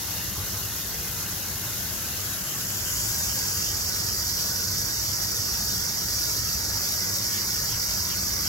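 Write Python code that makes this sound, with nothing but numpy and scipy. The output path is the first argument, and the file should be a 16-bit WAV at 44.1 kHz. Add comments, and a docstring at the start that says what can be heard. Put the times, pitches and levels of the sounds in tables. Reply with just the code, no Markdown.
"""Lawn sprinkler heard from wet grass

A sprinkler throws a steady fan of spray: filtered noise with random impacts makes its hiss.
The microphones rise from behind a tuft of grass; drops patter on the lawn and near blades in noise washes.
A bird calls in two short series of swept, buzzing tones with echoes.
Traffic is a low noise rumble; an idling engine and one passing car are wavering tones."""
import sys
import numpy as np
from scipy import signal
from scipy.fft import rfft, irfft
from scipy.io import wavfile
from scipy.ndimage import uniform_filter1d

SR = 44100
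rng = np.random.default_rng(int(sys.argv[2]) if len(sys.argv) > 2 else 0)


def put_to_file(sound):
    """Save the sound as 16-bit audio at rate SR, in the file named by the first command-line argument."""
    columns = np.atleast_2d(sound).T  # one column per channel
    safe = np.clip(columns, -1, 1)
    whole_steps = np.round(safe * 32767)
    wavfile.write(sys.argv[1], SR, whole_steps.astype(np.int16))


N = 373968
TIME = np.arange(N) / SR

# microphone move: (time [s], hidden behind the grass [0-1], nearness to the blade tips [0-1])
MOVE = [(0, 1, 0), (1.8, 0.93, 0.2), (2.45, 0.76, 0.65), (2.75, 0.46, 0.55), (3.0, 0.13, 0.86),
        (3.4, 0, 0.73), (3.9, 0.06, 0.26), (4.5, 0.05, 0.14), (8.48, 0, 0.06)]


def gain_of(db):
    """Decibels to amplitude."""
    return 10 ** (np.asarray(db) / 20)


def evened(x):
    """Scales to rms 1."""
    return x / np.sqrt(np.mean(x ** 2) + 1e-20)


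def read(points, hz):
    """Spectrum table interpolated on a log-frequency axis."""
    f, value = np.transpose(points)
    return np.interp(np.log(hz + 1), np.log(f + 1), value)


def follow(rows, t):
    """Columns of a curve table at times t."""
    s, *columns = np.transpose(rows)
    return [np.interp(t, s, c) for c in columns]


def hidden(t):
    """How far the grass hides the sprinkler, 0-1."""
    return np.clip(follow(MOVE, t)[0], 0, 1)


def tip_nearness(t):
    """Nearness to the blade tips, 0-1."""
    return follow(MOVE, t)[1]


def balance(right_db):
    """Left and right gains; the right is right_db above the left."""
    return gain_of(right_db * np.array([[-.5], [.5]]))


def bumps(rows, hz):
    """Peaks and dips of a table (centre [Hz], width at half height [Hz], level [dB]), in dB."""
    return sum(db * .5 ** ((2 * (hz - f) / width) ** 2) for f, width, db in rows)


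def waver(slow_hz, fast_hz):
    """Random motion of rms 1, with equal power in every octave between two rates."""
    hz = np.fft.rfftfreq(N, 1 / SR) + 1e-3
    shape = 1 / np.sqrt(hz * (1 + (slow_hz / hz) ** 4) * (1 + (hz / fast_hz) ** 4))
    return evened(irfft(rfft(rng.standard_normal(N)) * shape, N))


def patches(hz, t, wide_hz, long_s):
    """Random lumps of rms 1 over frequency and time, for uneven noise."""
    wide_bins = max(1, round(wide_hz / np.ptp(hz) * len(hz)))
    long_frames = max(1, round(long_s / t[1]))
    field = rng.standard_normal((len(hz), len(t)))
    field = uniform_filter1d(field, wide_bins, axis=0)
    return evened(uniform_filter1d(field, long_frames, axis=1))


def drops(per_s, spread_db, share):
    """Two unrelated streams of separate impacts in a wash of countless small ones (noise)."""
    size = gain_of(spread_db * np.minimum(rng.exponential(1, (2, N)), 4))
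    sign = rng.choice([-1, 1], (2, N))
    impacts = size * sign * (rng.random((2, N)) < per_s / SR)
    return rng.standard_normal((2, N)) + share * evened(impacts)


def ports(streams, colour_db, same, lead_ms, size):
    """Two streams become a left-right pair; colour, likeness and the left's lead are rules of (Hz, s)."""
    overlap = size - size // 4
    hz, t, (a, b) = signal.stft(streams, SR, nperseg=size, noverlap=overlap)
    hz = hz[:, None]
    c = np.clip(same(hz, t), 0, 1)
    delay = np.exp(-2j * np.pi * hz * lead_ms(t) / 1000)
    right = (c * a + np.sqrt(1 - c ** 2) * b) * delay
    z = np.array([a, right]) * gain_of(colour_db(hz, t))
    return evened(signal.istft(z, SR, nperseg=size, noverlap=overlap)[1][:, :N])


def rumble_colour(hz, t, boom_hz=75, patchy_db=1.65, swell_db=1.3, rise_db_per_s=0.53):
    """Road rumble in slow lumps; its deep boom swells and ebbs, growing a little as traffic draws nearer."""
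    # (frequency [Hz], level per Hz [dB])
    road = [(18, -24), (36, -23), (50, 0), (68, -2), (82, -1.5), (104, 0.5), (135, -6), (190, -6.5),
            (265, -15), (330, -12), (520, -23), (1200, -38.5)]
    swell = np.interp(t, TIME, waver(slow_hz=0.23, fast_hz=1.0))
    boom = swell_db * swell + rise_db_per_s * (t - t.mean())
    boom = boom / (1 + (hz / boom_hz) ** 6)
    return read(road, hz) + boom + patchy_db * patches(hz, t, wide_hz=35, long_s=.25)


def traffic(right_db=1.0, unsteady_hz=1.84, flutter_db=2):
    """A far, nearly mono rumble and the wavering firing tone of an idling engine, with its octave."""
    # left-right likeness: (frequency [Hz], likeness [0-1])
    likeness = [(30, 1), (100, 0.87), (200, 0.73), (450, 0.53), (1000, 0.51)]
    # the hum's octave: (time [s], level [dB])
    octave = [(0, -50.5), (2, -62), (6.0, -57), (7.4, -54.5), (8.2, -46.5)]
    street_db, firing_hz, firing_db = -38.5, 97.55, -49
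    noise = rng.standard_normal((2, N))
    rumble = ports(noise, rumble_colour, lambda hz, t: read(likeness, hz), lambda t: 0, size=4096)
    hz = firing_hz + unsteady_hz * waver(slow_hz=0.65, fast_hz=8.5)
    angle = 2 * np.pi * np.cumsum(hz) / SR
    hum = gain_of(firing_db) * np.sin(angle)
    hum = hum + gain_of(follow(octave, TIME)[0]) * np.sin(2 * angle)
    hum = np.sqrt(2) * hum * gain_of(flutter_db * waver(slow_hz=0.55, fast_hz=6.0))
    return (rumble * gain_of(street_db) + hum) * balance(right_db)


def passing_car(unsteady_hz=0.57, flutter_db=2):
    """A far car drives by: its exhaust note sinks by Doppler shift and is loudest as it passes."""
    nearest_s, span_s = 3.65, 0.96  # span: time to cover its nearest distance
    exhaust_hz, doppler_hz, nearest_db = 104.6, 13, -48
    along = (TIME - nearest_s) / span_s
    distance = np.sqrt(1 + along ** 2)  # nearest = 1
    hz = exhaust_hz - doppler_hz * along / distance + unsteady_hz * waver(slow_hz=0.64, fast_hz=12)
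    level_db = nearest_db + flutter_db * waver(slow_hz=0.92, fast_hz=14)
    return np.sqrt(2) * gain_of(level_db) / distance * np.sin(2 * np.pi * np.cumsum(hz) / SR)


def bird(left_db=6, direct=0.46, wet=0.67):
    """Each chirp slips down onto a held, buzzing note; most then fall in pitch as the buzz fades; echoes."""
    # one row a call, level ahead of the direct/echo mix:
    # (start [s], length [s], final pitch fall [Hz], buzz depth [Hz], level [dB])
    chirps = [(2.445, .1, 0, 140, -42), (2.83, .1, 120, 140, -41.8), (3.262, .082, 60, 130, -43),
              (3.64, .095, 30, 150, -43), (4.06, .08, 500, 200, -48), (7.292, .113, 950, 340, -41.3),
              (7.672, .105, 850, 320, -41.8), (8.062, .098, 850, 350, -41), (8.432, .1, 900, 200, -41.5)]
    held_hz, slip_hz, trill_hz = 2970, 520, 130  # slip: start above the held pitch
    slip_end, hold_end = .3, .66  # share of the call's length
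    voice, rasp = np.zeros(N), waver(slow_hz=80, fast_hz=200)
    trill_rate_hz = trill_hz * (1 + .1 * waver(slow_hz=5, fast_hz=40))
    trill = np.sin(2 * np.pi * np.cumsum(trill_rate_hz) / SR)
    for s, length, fall_hz, buzz_hz, level_db in chirps:
        part = (TIME >= s) & (TIME < s + length)
        u = (TIME[part] - s) / length
        slip = np.clip(1 - u / slip_end, 0, 1)
        fall = np.clip((u - hold_end) / (1 - hold_end), 0, 1)
        buzz = (1 - slip) * (1 - fall ** 2) * (trill[part] + .5 * rasp[part])
        hz = held_hz + slip_hz * slip - fall_hz * fall + buzz_hz * buzz
        swell = np.sin(np.pi * u ** 1.25) ** .7 * (1 + .3 * buzz)
        tone = np.sin(2 * np.pi * np.cumsum(hz) / SR)
        voice[part] += gain_of(level_db) * np.sqrt(2) * swell * tone
    t, t60_s = TIME[:SR // 2], .1
    sparse = rng.random((2, len(t))) < .04
    taps = rng.standard_normal((2, len(t))) * sparse * gain_of(-60 * t / t60_s)
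    taps = taps / np.linalg.norm(taps[0])
    echo = signal.fftconvolve(voice[None], taps, axes=1)[:, :N]
    return (direct * voice + wet * echo) * balance(-left_db)


def hollow(hz, t, ring_hz=1495, shift_hz=60, width_hz=130, ring_db=4):
    """One hollow resonance that rises a little in pitch near the blade tips, in dB."""
    return bumps([(ring_hz + shift_hz * tip_nearness(t), width_hz, ring_db)], hz)


def lawn(right_db=2, lead_ms=0.12, patchy_db=2.5):
    """Spray lands on the turf in a soft, lumpy wash with one hollow resonance."""
    # (frequency [Hz], level per Hz [dB])
    turf = [(150, -25), (450, -2), (700, -3.5), (1150, -2.5), (1350, -2), (1640, -1), (2000, -2.5),
            (2200, -1.5), (3000, -30), (5000, -20)]
    # left-right likeness: (frequency [Hz], likeness [0-1])
    likeness = [(200, 0.49), (550, 0.62), (1500, 0.63), (2000, 0.18), (2600, 0.22)]
    # the wash's upper edge: (time [s], level [dB])
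    edge = [(3.5, -0.5), (5, -1.5), (6.2, -1), (7.2, 2.5), (8.2, 3.5)]
    edge_hz, edge_width_hz = 2400, 960
    open_db, tuft_loss_db = -41, 1.4

    def colour(hz, t):
        upper_edge = bumps([(edge_hz, edge_width_hz, follow(edge, t)[0])], hz)
        lumps = patchy_db * patches(hz, t, wide_hz=110, long_s=0.09)
        return read(turf, hz) + hollow(hz, t) + upper_edge + lumps

    streams = drops(per_s=450, spread_db=4.5, share=0.3)
    wash = ports(streams, colour, lambda hz, t: read(likeness, hz),
                 lambda t: lead_ms * (1 - hidden(t)), size=1024)
    return wash * gain_of(open_db - tuft_loss_db * hidden(TIME)) * balance(right_db)


def blades(level_db=-44, same=0.97, in_open=0.04, patchy_db=3.0):
    """Drops tick on the tuft straight ahead, fading as the microphones clear it."""
    # (frequency [Hz], level per Hz [dB])
    ticks = [(1600, -11), (2300, -6), (2750, 0), (3100, -4.5), (3500, -8), (4300, -2.5), (5200, -35)]

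    def colour(hz, t):
        return read(ticks, hz) + patchy_db * patches(hz, t, wide_hz=250, long_s=0.041)

    streams = drops(per_s=550, spread_db=-2.5, share=0.38)
    patter = ports(streams, colour, lambda hz, t: same, lambda t: 0, size=512)
    nearness = in_open + (1 - in_open) * hidden(TIME)
    return patter * nearness * gain_of(level_db)


def hiss_colour(hz, t, mist_db=0.84, flicker_db=3.6):
    """Each port's open hiss, dulled behind the grass and brightened at its tips; its low edge flickers."""
    # open hiss in each microphone port: (frequency [Hz], level per Hz [dB])
    left = [(1500, -25), (3300, -17.5), (3850, -14.5), (5000, -7), (5800, -2.5), (6700, -9.5), (7950, -6),
            (8600, -18), (10300, -12.5), (11500, -7.5), (12450, -4), (14000, -7), (15700, -14)]
    right = [(1800, -28), (3100, -18.5), (4080, -11.5), (4300, -7.5), (4650, 0), (5620, 3), (6250, -3),
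             (6750, -1.5), (7550, -13.5), (8100, -32), (9600, -25.5), (11100, -15.5), (12000, -11),
             (12700, -25), (15700, -16.5)]
    # change behind the grass, change at the blade tips: (frequency [Hz], level [dB])
    screen = [(3800, 0.5), (4800, -6.5), (5700, -7.5), (6400, -2), (7500, -4), (8700, -0.5), (10200, 2),
              (11000, 3.5), (12500, 0.5), (15500, 1)]
    tips = [(3000, 9.5), (4200, 0.5), (5800, 0.5), (7200, 9), (9000, 4.5), (10100, 4.5), (10900, 9),
            (12400, 3), (15500, 6.5)]
    in_ports = np.array([read(left, hz), read(right, hz)])
    grass = hidden(t) * read(screen, hz) + tip_nearness(t) * read(tips, hz)
    mist = mist_db * patches(hz, t, wide_hz=1520, long_s=0.022)
    flicker = flicker_db * patches(hz, t, wide_hz=180, long_s=.045) / (1 + (hz / 4300) ** 16)
    return in_ports + grass + mist + flicker


def spray(surge_db=0.46, sputter_db=0.45, lead_ms=.18, scatter=1.0):
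    """The jet tears into droplets, surges with pressure and sputters; blades screen and scatter its sound."""
    # left-right likeness: (frequency [Hz], likeness [0-1])
    likeness = [(2500, 0), (4000, 1), (4900, 0.38), (5700, 0.48), (7200, 1), (8200, 0), (12000, 0),
                (15700, .15)]
    open_db, grass_loss_db = -29, 5
    streams = drops(per_s=1500, spread_db=2.0, share=0.34)
    hiss = ports(streams, hiss_colour, lambda hz, t: read(likeness, hz) * (1 - scatter * hidden(t)),
                 lambda t: lead_ms * (1 - .5 * hidden(t)), size=512)
    steady = hiss / np.sqrt(uniform_filter1d(hiss.mean(0) ** 2, size=6000))
    surge = surge_db * waver(slow_hz=1, fast_hz=10)
    sputter = sputter_db * waver(slow_hz=21, fast_hz=130)
    return steady * gain_of(open_db - grass_loss_db * hidden(TIME) + surge + sputter)


def reflections(water):
    """Near reflections cancel narrow bands: one set low in the grass, another above it in each port."""
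    # (centre [Hz], width [Hz], level [dB])
    tuft_dips = [(2310, 100, -18), (2614, 66, -15), (4440, 79, -2), (4900, 170, -3.5)]
    left_dips = [(2160, 150, -15), (3640, 120, -2)]
    right_dips = [(2500, 130, -10), (3050, 400, -1.5), (4100, 98, -4)]
    hz, t, z = signal.stft(water, SR, nperseg=2048, noverlap=1536)
    hz = hz[:, None]
    low_db = hidden(t) * (1 - tip_nearness(t)) * bumps(tuft_dips, hz)
    open_db = (1 - hidden(t)) * np.array([bumps(left_dips, hz), bumps(right_dips, hz)])
    return signal.istft(z * gain_of(low_db + open_db), SR, nperseg=2048, noverlap=1536)[1][:, :N]


def scene():
    """Water close by; bird and street far off."""
    water = reflections(spray() + lawn() + blades())
    return water + bird() + traffic() + passing_car()


def record(dry):
    """Each port's narrow resonances and dips, then the band limit."""
    # (centre [Hz], width [Hz], level [dB])
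    left_port = [(6600, 580, 0), (9040, 950, 4), (12500, 520, 2), (15600, 550, 4.5)]
    right_port = [(2520, 100, 0), (3860, 380, 1.5), (8600, 700, -12), (10000, 700, 3.5), (12900, 300, -4),
                  (13400, 280, 5)]
    edge_hz = 15850
    hz = np.fft.rfftfreq(N, 1 / SR)
    port_db = [bumps(left_port, hz), bumps(right_port, hz)]
    heard = irfft(rfft(dry) * gain_of(port_db), N)
    lowpass = signal.firwin(701, edge_hz, window=("kaiser", 9), fs=SR)
    return signal.oaconvolve(heard, lowpass[None], "same")


dry = scene()
out = record(dry)
put_to_file(out)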